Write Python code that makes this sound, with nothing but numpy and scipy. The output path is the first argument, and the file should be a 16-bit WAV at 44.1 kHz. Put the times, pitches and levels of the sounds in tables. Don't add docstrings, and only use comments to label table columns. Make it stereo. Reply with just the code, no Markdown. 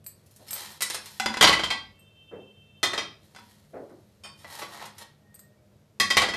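import sys
import numpy as np
from scipy import signal
from scipy.fft import rfft, irfft, next_fast_len
from scipy.io import wavfile
from scipy.ndimage import uniform_filter1d

SR = 44100
rng = np.random.default_rng(int(sys.argv[2]) if len(sys.argv) > 2 else 0)


def store_wav(level_fs):
    pcm = np.round(np.clip(np.atleast_2d(level_fs), -1, 1) * 32767)
    wavfile.write(sys.argv[1], SR, pcm.T.astype(np.int16))


N = 280764

# frequency_hz, relative_db
AIR_SPECTRUM = [(12, -54), (20, -30.5), (59, -13), (92, 0), (208, -16.5), (238, -12), (618, -12),
                (769, -21), (2160, -28), (3080, -29.5), (3830, -29.5), (12400, -37.5), (13400, -30.5)]
# centre_hz, width_hz, level_db
HUM_BANDS = [(100.9, 30, -64.5), (149, 14, -67), (204.6, 20, -65.5)]
# start_s, peak_db, ring_over_clatter_db, clatter_tilt_db_per_octave
BANGLE_HITS = [(0.0428, -43, 3, 5), (0.0641, -27, 8, 1), (0.5077, -19, 3.1, 4), (0.531, -17, 5, 1.5),
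               (0.7175, -36, 3, 5), (1.9909, -50, 12.5, -7.5), (5.3426, -40, 16, -3.7),
               (5.3599, -39.5, -5.4, 1.7), (5.393, -34, 4, 1.5)]
STEEL_HITS = [(0.2614, -49, -21, 7), (0.311, -45, -21, 7), (0.3621, -39, -23, 8), (0.4244, -50, -17, -35),
              (0.4823, -32, 2, 7), (0.8069, -19, -4.5, -0.9), (0.821, -8, -3, 1.7),
              (0.9005, -18.5, -3, -1.13), (0.9453, -20, -4, -1.5), (1.0587, -31.5, -4.5, -0.1),
              (3.8942, -60.5, 4, -0.5), (4.8552, -34, -7, 0.5), (4.9821, -31.5, -8, 1.3)]
SAUCER_HITS = [(1.199, -9.5, 4.9, -0.6), (1.26, -8, 1.7, -4), (1.34, -19, 1.1, -4.5),
               (1.371, -12.5, 0.15, -4), (3.349, -36, -2.5, -4), (3.362, -34, 2, -3),
               (3.387, -37, -0.5, -5.5)]
RIM_HITS = [(4.236, -32.5, 8.5, -2.5), (4.248, -36.5, -0.5, -6.5), (4.387, -48, 6, 3)]
# the same four columns, then favoured_mode_hz, ring_time_ratio
PILE_HITS = [(1.41, -2, 3.8, -4, 3500, 0.26), (1.426, -2, -3.3, -3, 3460, 0.8),
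             (1.442, 0, 1.3, -9, 2180, 0.14), (1.474, -5.5, 7, -2, 1120, 0.33),
             (1.489, -6.5, -8, -5.5, 910, 0.9), (1.529, -11, 2, -5, 1950, 0.54),
             (1.593, -14.5, -2, -7, 3280, 0.4), (1.636, -10.5, 0.5, -5, 3120, 0.33),
             (1.704, -15.5, 3.5, -4, 1945, 0.82), (4.446, -31.5, -3.5, -9.5, 1105, 0.34),
             (4.619, -24, -1.5, -6.5, 1120, 0.3)]
LARGE_PLATE_HITS = [(2.83, -11.5, -0.5, -2, 3550, 0.85), (2.933, -17.5, -2.5, -4.5, 1960, 0.4),
                    (2.978, -16.5, 1, -4, 205, 0.27), (5.9995, -8.5, 7.5, 0.5, 1105, 0.68),
                    (6.103, -9.5, 7.5, -1.5, 1105, 0.85), (6.169, -4.5, 1.5, -2.5, 1960, 0.26),
                    (6.219, -12.5, -5, -5, 1960, 0.5), (6.286, -18, 0.5, -5, 1960, 0.5),
                    (6.337, -19.5, 3, -5.5, 1960, 0.33)]
# pitch_hz, relative_db, free_t60_s
BANGLE_MODES = [(4660, -7, 0.054), (7650, -2, 0.035), (7780, 3, 0.038), (8280, 5.5, 0.099), (9060, -5, .06),
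                (9130, -0.5, 0.052), (12400, 7, 0.1), (12610, 1.5, 0.054)]
STEEL_MODES = [(2114, -5.5, 0.087), (4180, -2.5, 0.089), (5300, 4.5, .04), (8250, -4, 0.036),
               (8980, -3, 0.092), (11220, -13.5, 0.044)]
SAUCER_MODES = [(224, -15, 0.18), (776.8, -3.5, 0.087), (976, -7, 0.096), (1528, 7.5, 0.017),
                (2060, -2, 0.05), (2670, -7, 0.055), (3438, -5, .05), (4150, -7.5, .04), (4947, -2, .04),
                (5540, -13, 0.049)]
PILE_MODES = [(129, -20.5, 0.17), (219, -16, 0.16), (694, -19.5, .15), (873, -10, 0.15), (1137, -8, 0.27),
              (1536, -10, 0.17), (1982, -3, 0.18), (2200, -7.5, 0.14), (2588, -9.5, .12), (2870, -6, 0.077),
              (3096, -1.5, 0.15), (3357, -1, 0.044), (3677, -8.5, 0.11), (4157, -4.5, 0.17),
              (4740, -3.5, .12), (5620, -8, 0.073)]
LARGE_PLATE_MODES = [(200.8, -18.5, 0.074), (95.96, -23.5, .2), (1097, -10, 0.21), (1501, -20, 0.12),
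                     (1956, 0.5, 0.12), (2217, -3.5, 0.055), (2590, 2.5, 0.037), (3203, 1, 0.11),
                     (3646, 1, 0.04), (4250, 2, 0.049), (4800, 0.5, 0.062), (5250, -1, 0.064),
                     (5850, -5.5, 0.051), (6880, -21, 0.13)]
RIM_MODES = [(1090, -8, 0.15), (2445, -10.5, 0.31), (3130, -9, 0.26), (3610, -6, 0.14), (4600, -4, 0.13),
             (5280, 2, 0.074), (6760, -11.5, 0.082), (8200, -10, 0.13), (8800, -9, 0.11),
             (11400, -24, 0.092)]
# start_s, strongest_s, end_s, level_db, bright_fraction
SCRAPE_STROKES = [(0.145, 0.42, 1.1, -61, 1), (0.467, 0.585, 0.78, -36.5, .8),
                  (0.913, 0.95, 0.96, -34.5, 1), (1.005, 1.062, 1.39, -48, 0.96),
                  (3.18, 3.235, 5.2, -65.5, 0.9), (3.3, 3.503, 3.61, -64, 0.76),
                  (4.357, 4.438, 4.48, -53, 0.66), (4.468, 4.539, 4.67, -39, 0.63),
                  (4.573, 4.596, 4.7, -45, 0.54), (4.68, 4.724, 4.808, -43, 0.44),
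                  (4.741, 4.825, 4.91, -43, 0.08), (4.947, 5.03, 5.036, -45, 0.43)]
# centre_hz, width_hz, relative_db
SCRAPE_RESONANCES = [(900, 150, -1.5), (1880, 33, 2.5), (3200, 130, -11), (4000, 330, -10),
                     (4240, 280, -10.5), (5370, 86, -10.5)]
# start_s, peak_db, hollow_hz, t60_s
THUD_HITS = [(.40, -47, 685, 0.33), (2.321, -30, 428, 0.47), (3.743, -31, 522, 0.49),
             (3.899, -41.5, 347, 0.37)]
HORN_CALL = 1.79, 2.69, -62.5
# harmonic_number, relative_db
HORN_PARTIALS = [(6, -0.5), (7, 1), (8, -10.5)]
# start_s, end_s, pitch_hz, level_db
FAINT_TONES = [(5.2, 5.6, 1863, -68), (5.35, 5.8, 608, -66), (5.15, 5.4, 818, -75), (5.54, 5.64, 2272, -74)]
# frequency_hz, t60_s
ROOM_DECAY = [(100, 1), (500, 0.32), (2000, .36), (6000, 0.34), (13000, 0.064)]
LEFT_BAND = 1950, 600, -12


def undb(db):
    return np.exp(np.asarray(db) * np.log(10) / 20)


def unit_rms(x):
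    return x / np.sqrt(np.mean(x ** 2))


def equalise(x, gain):
    n = next_fast_len(len(x))
    hz = np.maximum(np.arange(n // 2 + 1) * SR / n, 1.)
    return irfft(rfft(x, n) * gain(hz), n)[:len(x)]


def noise(length, gain):
    return equalise(rng.standard_normal(length), gain)


def tilt(hz, slope_db, low_hz=330):
    slope = undb(slope_db * np.log2(np.maximum(hz, 900) / 2000))
    return slope / (1 + (low_hz / hz) ** 2) / (1 + (90 / hz) ** 2)


def resonance(hz, centre_hz, width_hz):
    return 1 / np.sqrt(1 + (2 * (hz - centre_hz) / width_hz) ** 2)


def wander(rate_hz):
    hold = int(SR / rate_hz)
    steps = np.repeat(rng.standard_normal(N // hold + 1), hold)
    return uniform_filter1d(uniform_filter1d(steps, hold), hold)[:N]


def place(out, start_s, sound, peak_db):
    i = int(start_s * SR)
    out[i:i + len(sound)] += sound[:N - i] * undb(peak_db) / abs(sound).max()


def ambience(bed_db=-63):
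    hz, db = np.transpose(AIR_SPECTRUM)
    bed = unit_rms(noise(N, lambda f: undb(np.interp(np.log(f), np.log(hz), db))))
    hum = sum(undb(level_db) * unit_rms(noise(N, lambda f: resonance(f, centre, width) ** 2))
              for centre, width, level_db in HUM_BANDS)
    return undb(bed_db + 0.5 * wander(9)) * bed + hum


def knocks(hits, modes, top_hz, split, chatter_s, low_hz=330, spot_db=2, favour_db=9, attack_s=.003):
    out, t = np.zeros(N), np.arange(SR // 3) / SR
    hz, db, t60 = np.repeat(modes, repeats=3, axis=0).T[:, :, None]
    attack = 1 - np.exp(-t / attack_s)
    fade = np.clip((t[-1] - t) / .1, 0, 1)
    for start_s, peak_db, ring_db, slope_db, *grip in hits:
        favoured_hz, ring_time_ratio = grip or (1, 1)
        touch = rng.standard_normal(len(t)) * undb(-60 * t / 0.005)
        chatter = rng.standard_normal(len(t)) * undb(-60 * t / chatter_s) * attack
        detune, spot, phase = rng.standard_normal((3,) + hz.shape)
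        mode_db = db + spot_db * spot + favour_db * resonance(hz, favoured_hz, .12 * favoured_hz) ** 2
        damped_t60 = np.clip(ring_time_ratio * t60, .02, .33)
        partials = np.sin(2 * np.pi * (hz * (1 + split * detune) * t + phase))
        ping = (partials * undb(mode_db - 60 * t / damped_t60)).sum(axis=0)
        ring = ping * attack + 0.044 * signal.fftconvolve(chatter, ping)[:len(t)]
        contact = 1.44 * touch + chatter
        clatter = equalise(contact, lambda f: tilt(f, slope_db, low_hz) / (1 + (f / top_hz) ** 4))
        place(out, start_s, (unit_rms(clatter) + undb(ring_db) * unit_rms(ring)) * fade, peak_db)
    return out


def bangles():
    return knocks(BANGLE_HITS, BANGLE_MODES, top_hz=16220, split=.02, chatter_s=0.016)


def scrapes(slip_db=1.3, ring_db=11, rise_db=17, fall_db=17.5):
    out, t = np.zeros(N), np.arange(N) / SR
    slips = rng.standard_normal(N) * undb(slip_db * (wander(56) + 2.5 * wander(400)))
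    body = equalise(slips, lambda f: 1 + sum(undb(db + ring_db) * resonance(f, hz, width)
                                             for hz, width, db in SCRAPE_RESONANCES))
    dull = unit_rms(equalise(body, lambda f: tilt(f, slope_db=-5)))
    bright = unit_rms(equalise(body, lambda f: tilt(f, slope_db=2)))
    for start, strongest, end, db, brightness in SCRAPE_STROKES:
        stroke_db = np.interp(t, (start, strongest, end), (db - rise_db, db, db - fall_db), -200, -200)
        out += undb(stroke_db) * ((1 - brightness) * dull + brightness * bright)
    return out


def steel_ware():
    return knocks(STEEL_HITS, STEEL_MODES, top_hz=13800, split=0.038, chatter_s=0.063)


def far_thuds(hollow_db=8, attack_s=0.03, lead_s=.012):
    out, t = np.zeros(N), np.arange(SR) / SR
    for start_s, peak_db, hz, t60 in THUD_HITS:
        hollow = noise(SR, lambda f: 1 + undb(hollow_db) * resonance(f, hz, .5 * hz) ** 2)
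        low = equalise(hollow, lambda f: 1 / (1 + (f / 800) ** 4) / (1 + (130 / f) ** 2))
        high = noise(SR, lambda f: .5 / (1 + (f / 2000) ** 8) / (1 + (800 / f) ** 2))
        blow = low * undb(-60 * t / t60) + high * undb(-110 * t / t60)
        place(out, start_s - lead_s, (1 - np.exp(-t / attack_s)) * blow, peak_db)
    return out


def saucer():
    return knocks(SAUCER_HITS, SAUCER_MODES, top_hz=9200, split=0.0085, chatter_s=0.039)


def plate_pile():
    return knocks(PILE_HITS, PILE_MODES, top_hz=10000, split=.018, chatter_s=0.083)


def far_horn(pitch_hz=446, attack_s=.35, release_s=0.61, waver_db=6):
    t = np.arange(N) / SR
    start, end, db = HORN_CALL
    envelope = undb(db) * np.interp(t, (start, start + attack_s, end, end + release_s), (0, 1, 1, 0))
    partials = (undb(partial_db + waver_db * wander(65)) * np.sin(2 * np.pi * harmonic * pitch_hz * t)
                for harmonic, partial_db in HORN_PARTIALS)
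    return envelope * sum(partials)


def large_plate():
    return knocks(LARGE_PLATE_HITS, LARGE_PLATE_MODES, top_hz=9400, split=0.01367, chatter_s=0.1,
                  low_hz=175)


def plate_rim():
    return knocks(RIM_HITS, RIM_MODES, top_hz=11850, split=0.0051, chatter_s=0.15)


def faint_tones(waver_db=6):
    out, t = np.zeros(N), np.arange(N) / SR
    for start, end, hz, db in FAINT_TONES:
        swell = np.sin(np.pi * np.clip((t - start) / (end - start), 0, 1))
        out += swell * undb(db + waver_db * wander(59)) * np.sin(2 * np.pi * hz * t)
    return out


def tiled_reverb(sound, build_s=0.0042):
    tail, t = np.zeros(SR), np.arange(SR) / SR
    hz, t60 = np.transpose(ROOM_DECAY)
    for centre in 60 * 2. ** np.arange(9):
        band = noise(SR, lambda f: np.cos(np.pi / 2 * np.clip(np.log2(f / centre), -1, 1)))
        tail += band * undb(-60 * t / np.interp(np.log(centre), np.log(hz), t60))
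    tail *= 1 - np.exp(-t / build_s)
    return signal.fftconvolve(sound, tail / np.sqrt(np.sum(tail ** 2)))[:N]


def scene(reverb_db=-5.5, side_echo_db=-17, side_hiss_db=-6):
    near = bangles() + scrapes() + steel_ware() + saucer() + plate_pile() + large_plate() + plate_rim()
    far = ambience() + far_thuds() + far_horn() + faint_tones()
    mid = near + undb(reverb_db) * tiled_reverb(near) + far
    lean_hz, width_hz, lean_db = LEFT_BAND
    lean = equalise(mid, lambda f: resonance(f, lean_hz, width_hz) ** 4)
    echoes = equalise(tiled_reverb(near), lambda f: 1 / (1 + (5000 / f) ** 8))
    hiss = equalise(ambience(), lambda f: 1 / (1 + (1800 / f) ** 2) / (1 + (900 / f) ** 8))
    side = undb(lean_db) * lean + undb(side_echo_db) * echoes + undb(side_hiss_db) * hiss
    return np.array([mid + side, mid - side])


def record(dry, top_hz=13400):
    lowpass = signal.ellip(10, .2, 60, top_hz, fs=SR, output="sos")
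    return np.clip(signal.sosfilt(lowpass, np.clip(dry, -1, 1)), -1, 1)


dry = scene()
out = record(dry)
store_wav(out)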